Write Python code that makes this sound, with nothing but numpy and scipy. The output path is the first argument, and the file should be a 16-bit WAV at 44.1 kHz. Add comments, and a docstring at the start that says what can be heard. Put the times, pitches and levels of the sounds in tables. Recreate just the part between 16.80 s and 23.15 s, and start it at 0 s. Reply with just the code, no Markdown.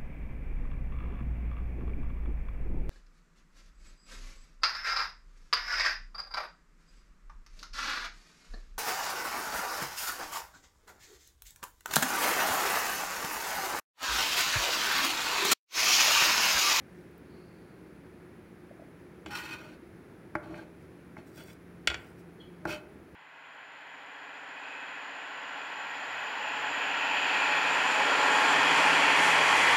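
"""Spatula on a cutting board

A slotted steel spatula gathers chopped egg on a wooden board, close by. Its edge lands with knocks
and one bouncing clack, then rasps over the grain in four short strokes. Impact and stick-slip
friction excite the modes of board and blade. A small kitchen reverberates; an appliance hums faintly."""
import sys
import numpy as np
from scipy import signal
from scipy.fft import rfft, irfft, next_fast_len
from scipy.io import wavfile
from scipy.ndimage import map_coordinates

SR = 44100
rng = np.random.default_rng(int(sys.argv[2]) if len(sys.argv) > 2 else 0)


def pcm_store(signal):
    """Save signal as 16-bit PCM."""
    levels = np.round(np.clip(np.atleast_2d(signal), -1, 1) * 32767)
    wavfile.write(sys.argv[1], SR, levels.astype(np.int16).T)


N = 280035

# modes of the board: (frequency [Hz], bandwidth [Hz], relative level [dB])
BOARD_MODES = [(63, 6.7, -4), (112, 32, -3), (167, 30, -1.5), (324.4, 19.7, 9), (530, 13, -26),
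               (596.3, 11.2, 9), (682, 220, -3), (851, 34, 5.5), (1126, 95, -0.5)]
# modes of the blade in light contact: (frequency [Hz], bandwidth [Hz], relative level [dB])
BLADE_MODES = [(1330, 60, -5), (1430, 70, 1), (1580, 60, -1), (1920, 80, -4), (2170, 60, -1), (2295, 45, 1),
               (2535, 35, 0), (2700, 50, -7), (2935, 25, -2), (3058, 30, -2), (3235, 25, -3), (3405, 35, 1),
               (4320, 55, -11), (4600, 80, -9), (5100, 50, -15), (5470, 120, -14), (5770, 110, -16),
               (6280, 70, -19), (7000, 170, -13), (7620, 140, -13)]
# hiss of the edge on wood: (frequency [Hz], relative spectral level [dB])
GRIT_SPECTRUM = [(300, -51), (900, 3), (2800, -5), (4200, -2), (5500, -1.5), (6500, -9), (8000, -8.5),
                 (9700, -10.5), (11500, -17.5), (14500, -11), (16000, -15.5)]


def amp(db):
    """Amplitude ratio of a level in decibels."""
    return 10 ** (np.asarray(db) / 20)


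def unit(x):
    """Normalisation to rms 1."""
    return x / np.sqrt(np.mean(x ** 2) + 1e-20)


def clock(count=N):
    """Sample times in seconds."""
    return np.arange(count) / SR


def add(track, start, sound):
    """Superposition of a sound on the track from start seconds."""
    part = track[round(start * SR):][:len(sound)]
    part += sound[:len(part)]


def swell(centre, half_length):
    """A Gaussian envelope, with times in seconds."""
    return np.exp(-((clock() - centre) / half_length) ** 2)


def wobble(rate):
    """Smooth random modulation: a spline through rate knots a second."""
    return map_coordinates(rng.standard_normal(int(N * rate / SR) + 4), [clock() * rate])


def along(points, hz):
    """Interpolation of (frequency, value) points on a logarithmic frequency axis."""
    frequencies, values = np.transpose(points)
    return np.interp(np.log(hz + 1), np.log(frequencies), values)


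def filtered(x, response):
    """Linear filtering: the spectrum is multiplied by a frequency response."""
    size = next_fast_len(len(x) + SR // 2)
    return irfft(rfft(x, size) * response(np.fft.rfftfreq(size, 1 / SR)), size)[:len(x)]


def lowpass(x, hz, order=7):
    """A causal roll-off of 6 dB an octave for each order."""
    return signal.lfilter(*signal.butter(order, min(hz, SR / 2 - 1), fs=SR), x)


def coloured(x, spectrum):
    """Spectral shaping, at rms 1."""
    return unit(filtered(x, lambda hz: amp(along(spectrum, hz))))


def noise_band(hz, width_hz):
    """Narrow-band noise at rms 1."""
    return unit(filtered(rng.standard_normal(N), lambda f: np.exp(-((f - hz) / width_hz) ** 2)))


def resonate(x, modes):
    """Modal superposition: x drives damped resonators, neighbours in opposite polarity."""
    return filtered(x, lambda f: sum(
        (-1) ** k * amp(db) * 1j * f * width / (hz * hz - f * f + 1j * f * width)
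        for k, (hz, width, db) in enumerate(modes)))


def crowded_modes(x, depth_db, spacing_hz):
    """Modal overlap: the blade's dense upper modes leave close peaks and gaps in the spectrum."""
    knots = rng.standard_normal(SR // 8)
    return unit(filtered(x, lambda hz: amp(depth_db * np.tanh(map_coordinates(knots, [hz / spacing_hz])))))


def appliance(air_db=-52, hum_db=-2, hiss_db=-81):
    """Tones modulated in amplitude and phase hum over a broadband rush and a faint high hiss."""
    # hum partials: (frequency [Hz], relative level [dB])
    partials = [(74, -65), (118.4, -71.5), (172.3, -57.5), (231.5, -78), (358, -60)]
    # rush of air: (frequency [Hz], relative spectral level [dB])
    air_spectrum = [(22, -40), (48, -12.5), (85, -5), (190, -1.5), (250, -4), (350, -0.5), (620, -15),
                    (1100, -19.5), (1600, -18), (2450, -23.5), (2900, -31), (5500, -38.5), (8500, -44),
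                    (15500, -42)]
    t, hum = clock(), np.zeros(N)
    for hz, db in partials:
        gain = amp(db + 3.56 * wobble(rate=5.4))
        hum += gain * np.sin(2 * np.pi * hz * t + 1.3 * wobble(rate=7))
    air = coloured(rng.standard_normal(N), air_spectrum)
    return amp(air_db) * air + amp(hum_db) * hum + amp(hiss_db) * noise_band(hz=10020, width_hz=740)


def kitchen(x, delay_s=0.006):
    """Reverberation: wall reflections form a diffuse tail whose treble dies before its bass."""
    # decay of the room: (frequency [Hz], reverberation time [s])
    decay_times = [(150, 1), (600, 1), (2000, 0.43), (6000, 0.23), (14000, 0.4)]
    hz, t, noise = signal.stft(rng.standard_normal(SR // 2), SR, nperseg=256)
    tail = signal.istft(noise * amp(-60 * t / along(decay_times, hz)[:, None]), SR, nperseg=256)[1]
    response = np.pad(tail / np.linalg.norm(tail), (round(delay_s * SR), 0))
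    return signal.fftconvolve(x, response)[:N]


def egg_ticks(t60=0.0084, hz=14500):
    """Moist crumbs tick: short transients of noise in one high, broad resonance."""
    # ticks: (time [s], peak level [dB])
    ticks = [(.311, -60), (.380, -47), (4.638, -41)]
    out, t = np.zeros(N), clock(SR // 20)
    for start, db in ticks:
        burst = rng.standard_normal(len(t)) * amp(-60 * t / t60)
        tick = resonate(burst, [(hz, 1800, 0)])
        add(out, start, amp(db) * tick / np.abs(tick).max())
    return out


def loaded_slide(start_s=0.44, db=-72, rise_s=0.11, t60=2.5):
    """Sliding friction: the loaded blade moves away with a thin whisper."""
    age = np.maximum(clock() - start_s, 0)
    envelope = np.minimum(age / rise_s, 1) * amp(-60 * np.maximum(age - rise_s, 0) / t60)
    return amp(db) * envelope * noise_band(hz=4460, width_hz=450)


def squishes():
    """Wet crumbs part under the blade; their random impulses merge into a fine crackle."""
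    # shifts of the crumbs: (centre time [s], half length [s], level [dB])
    shifts = [(0.18, .1, -76), (2.59, 0.06, -65), (4.02, .05, -77), (4.483, .018, -65.5),
              (4.592, 0.055, -58.5), (4.703, 0.041, -60), (5.257, 0.086, -68), (5.40, 0.017, -67.5)]
    # wet crackle: (frequency [Hz], relative spectral level [dB])
    moist_spectrum = [(2000, -7), (5000, 3.5), (8500, -1), (11500, -7), (15000, -1)]
    crackle = coloured(slips(rate=450, scatter_db=2, smooth=0.74), moist_spectrum)
    crackle = crowded_modes(crackle, depth_db=12, spacing_hz=131)
    return crackle * sum(amp(db) * swell(centre, half) for centre, half, db in shifts)


def plops(half_length_s=0.003):
    """Inelastic impact: soft lumps land with a dull blip of a few cycles."""
    # egg dropping off the blade: (centre time [s], envelope peak [dB], frequency [Hz])
    lumps = [(1.914, -42, 610), (1.999, -45, 645), (2.023, -41.5, 600)]
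    return sum(amp(db) * swell(centre, half_length_s) * np.sin(2 * np.pi * hz * (clock() - centre))
               for centre, db, hz in lumps)


def ting(start_s=5.596, db=-56, t60=0.36, rise_s=0.008):
    """Free vibration: the blade brushes clear of the heap and rings faintly."""
    # modes of the lifted blade: (frequency [Hz], bandwidth [Hz], relative level [dB])
    free_modes = [(2980, 49, -4), (3296, 80, 0), (3340, 40, -10), (4170, 18, -2.5)]
    out, t = np.zeros(N), clock(SR // 2)
    envelope = amp(db - 60 * t / t60) * (1 - np.exp(-t / rise_s))
    add(out, start_s, envelope * unit(resonate(rng.standard_normal(len(t)), free_modes)))
    return out


def thumps(hz=68, t60=0.3, rise_s=0.0019):
    """Damped oscillation: the heaviest blows rock the board on the counter."""
    # heavy landings: (time [s], level [dB])
    landings = [(3.556, -49), (5.089, -37), (5.874, -51)]
    out, t = np.zeros(N), clock(SR // 2)
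    for start, db in landings:
        envelope = amp(db - 60 * t / t60) * (1 - np.exp(-t / rise_s))
        add(out, start, envelope * np.sin(2 * np.pi * hz * t))
    return out


def squeaks(pitch_spread=0.0097):
    """Periodic stick-slip on one mode of blade or board gives a brief tone of wavering pitch."""
    # squeaks: (centre time [s], half length [s], frequency [Hz], level [dB])
    tones = [(2.538, 0.041, 827, -43), (2.557, .04, 5500, -52), (2.558, 0.014, 1448, -35),
             (2.727, 0.016, 2500, -38.5), (3.795, 0.008, 1580, -43), (4.606, 0.044, 3400, -63),
             (4.615, .07, 4550, -66.5), (5.914, 0.049, 605.3, -37), (5.922, 0.035, 2582, -40.5),
             (5.948, 0.025, 3056, -47.5)]
    wavering_time = clock() + pitch_spread * np.cumsum(wobble(rate=400)) / SR
    return sum(amp(db) * swell(centre, half) * np.sin(2 * np.pi * hz * wavering_time)
               for centre, half, hz, db in tones)


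def blows(t60=0.04, rise_s=0.00013, crack_db=-2, click_db=-24):
    """Impact excitation: each contact cracks and rings blade and board; cushioning egg cuts the treble."""
    # contacts: (time [s], level of the first 10 ms [dB], cut-off [Hz], board relative to blade [dB])
    contacts = [(2.461, -41.5, 13500, 2.5), (3.552, -27.5, 2030, 2), (3.742, -48, 2500, -27),
                (4.367, -45.5, 2180, 2), (5.0732, -21, 15500, -19.5), (5.1008, -32.5, 6800, -15),
                (5.1148, -37.5, 3400, -2.5), (5.1428, -34.5, 7400, -12.5), (5.1549, -49, 3180, -5),
                (5.8527, -29.5, 1720, 0.5)]
    # contact noise: (frequency [Hz], relative spectral level [dB])
    crack_spectrum = [(100, -8), (700, -5.5), (1400, 0.5), (2400, 5.5), (3400, -2.5), (4000, -7.5),
                      (7500, -15), (10000, -22), (16000, -37)]
    out, t = np.zeros(N), clock(SR // 3)
    impulse = signal.unit_impulse(len(t))
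    blade, board = unit(resonate(impulse, BLADE_MODES)), unit(resonate(impulse, BOARD_MODES))
    noise_decay = amp(-60 * t / t60)
    for start, db, cutoff_hz, board_db in contacts:
        crack = coloured(rng.standard_normal(len(t)), crack_spectrum)
        crack = crowded_modes(crack, depth_db=4.5, spacing_hz=141.3)
        crack = unit(crack * noise_decay * (1 - np.exp(-t / rise_s)))
        hit = lowpass(amp(crack_db) * crack + blade + amp(board_db) * board, cutoff_hz)
        edge_click = unit(coloured(rng.standard_normal(len(t)), GRIT_SPECTRUM) * noise_decay)
        hit += amp(click_db) * edge_click
        add(out, start, amp(db) * hit / np.std(hit[:SR // 100]))
    return out


def slips(rate, scatter_db, smooth):
    """Friction force as shot noise: rate tiny slips a second on top of smooth rubbing."""
    slipping = rng.random(N) < rate / SR
    sizes = amp(scatter_db * rng.standard_normal(N))
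    signs = np.sign(rng.standard_normal(N))
    return unit(unit(slipping * sizes * signs) + smooth * rng.standard_normal(N))


def push(start, length, attack_s=0.0076, sag_db_per_s=36.5, release_db_per_s=352):
    """Contact pressure as a gain: the edge bites in, sags as it travels, then lets go."""
    t = np.maximum(clock() - start, 0)
    loss_db = sag_db_per_s * t + release_db_per_s * np.maximum(t - length, 0)
    return np.minimum(t / attack_s, 1) * amp(-loss_db)


def stroke_gains():
    """Incoherent pushes add in power, giving drag and bite gains and the mean cushion under the edge."""
    # pushes: (time [s], length [s], bite of the edge [dB], drag on the board [dB], egg cushion [0-1])
    pushes = [(2.461, 0.027, -51, -46.5, 0.4), (2.502, 0.058, -41, -58, 0.07),
              (2.547, 0.068, -36.5, -54, 0), (2.631, 0.065, -41.5, -52, 0.07),
              (2.704, 0.049, -41.5, -51, 0.07), (2.779, 0.16, -50.5, -50, 0.25),
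              (3.624, 0.17, -58, -46.5, 0.34), (3.694, 0.13, -64, -46, 0.3),
              (3.75, 0.076, -53.5, -49.5, 0.28), (4.373, 0.018, -57, -46.5, 0.4),
              (4.57, 0.053, -52, -50, 0.63), (4.677, 0.03, -56, -55, 0.97), (5.867, 0.019, -42.5, -35, 0.3),
              (5.885, 0.056, -37.5, -40.5, 0.4)]
    drag_power = bite_power = cushioned_power = 0
    for start, length, bite_db, drag_db, cushion in pushes:
        pressure = push(start, length)
        drag_power += (amp(drag_db) * pressure) ** 2
        bite_power += (amp(bite_db) * pressure) ** 2
        cushioned_power += cushion * (amp(bite_db) * pressure) ** 2
    return np.sqrt(drag_power), np.sqrt(bite_power), cushioned_power / (bite_power + 1e-20)


def scrapes(blade_db=-1.5, grit_db=-49.5, firm_bite_db=-40, grit_exponent=1.19):
    """Forced vibration: one friction force, chattering on the grain, drives board, blade and edge hiss."""
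    # modes of the blade held down on wood: (frequency [Hz], bandwidth [Hz], relative level [dB])
    pressed_modes = [(817, 31, -3.5), (960, 106, -2.5), (1233, 24, -0.5), (1370, 47, -1), (1492, 75, 1),
                     (1637, 39, -4.5), (1853, 88, -4), (2255, 19, -9), (2410, 15, 6), (2410, 50, 5.5),
                     (2602, 40, 0.5), (2805, 15, -3), (3055, 94, -8.5), (3240, 13, -13), (3245, 53, -17),
                     (3700, 53, -8), (4070, 40, -8), (4380, 53, -6.5), (4940, 35, -33), (5800, 99, -26),
                     (6000, 40, -38)]
    drag, bite, cushion = stroke_gains()
    chatter = amp(1.3 * wobble(rate=170))
    force = unit(slips(rate=1700, scatter_db=0, smooth=0.58) * chatter)
    slow_force = lowpass(force, hz=480, order=2)  # the heavy board follows only the slow part
    board = drag * unit(resonate(slow_force, BOARD_MODES))
    soft_force = lowpass(force, hz=2000, order=1)  # soft contact spares the upper modes
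    free = unit(resonate(soft_force, BLADE_MODES))
    pressed = unit(resonate(force, pressed_modes))
    clamping = np.pi / 2 * (1 - cushion)  # egg leaves the blade free, bare wood clamps it
    blade = bite * (np.sin(clamping) * pressed + np.cos(clamping) * free)
    grit = amp(grit_db) * (bite / amp(firm_bite_db)) ** grit_exponent  # a harder bite is grittier
    hiss = grit * crowded_modes(coloured(force, GRIT_SPECTRUM), depth_db=8, spacing_hz=110)
    return board + amp(blade_db) * blade + hiss


def scene(hit_room_db=-13, rasp_room_db=-14):
    """Close to the board, the direct sound dominates the reverberant field."""
    hits = blows() + ting() + plops()
    rasp = scrapes() + squeaks()
    room = kitchen(amp(hit_room_db) * hits + amp(rasp_room_db) * rasp)
    egg = egg_ticks() + loaded_slide() + squishes()
    return (hits + rasp + room + thumps() + egg + appliance())[None]


def record(dry, top_hz=15900):
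    """Band limiting: an ideal low-pass removes the highest treble."""
    return np.array([filtered(channel, lambda hz: hz < top_hz) for channel in dry])


dry = scene()
out = record(dry)
pcm_store(out)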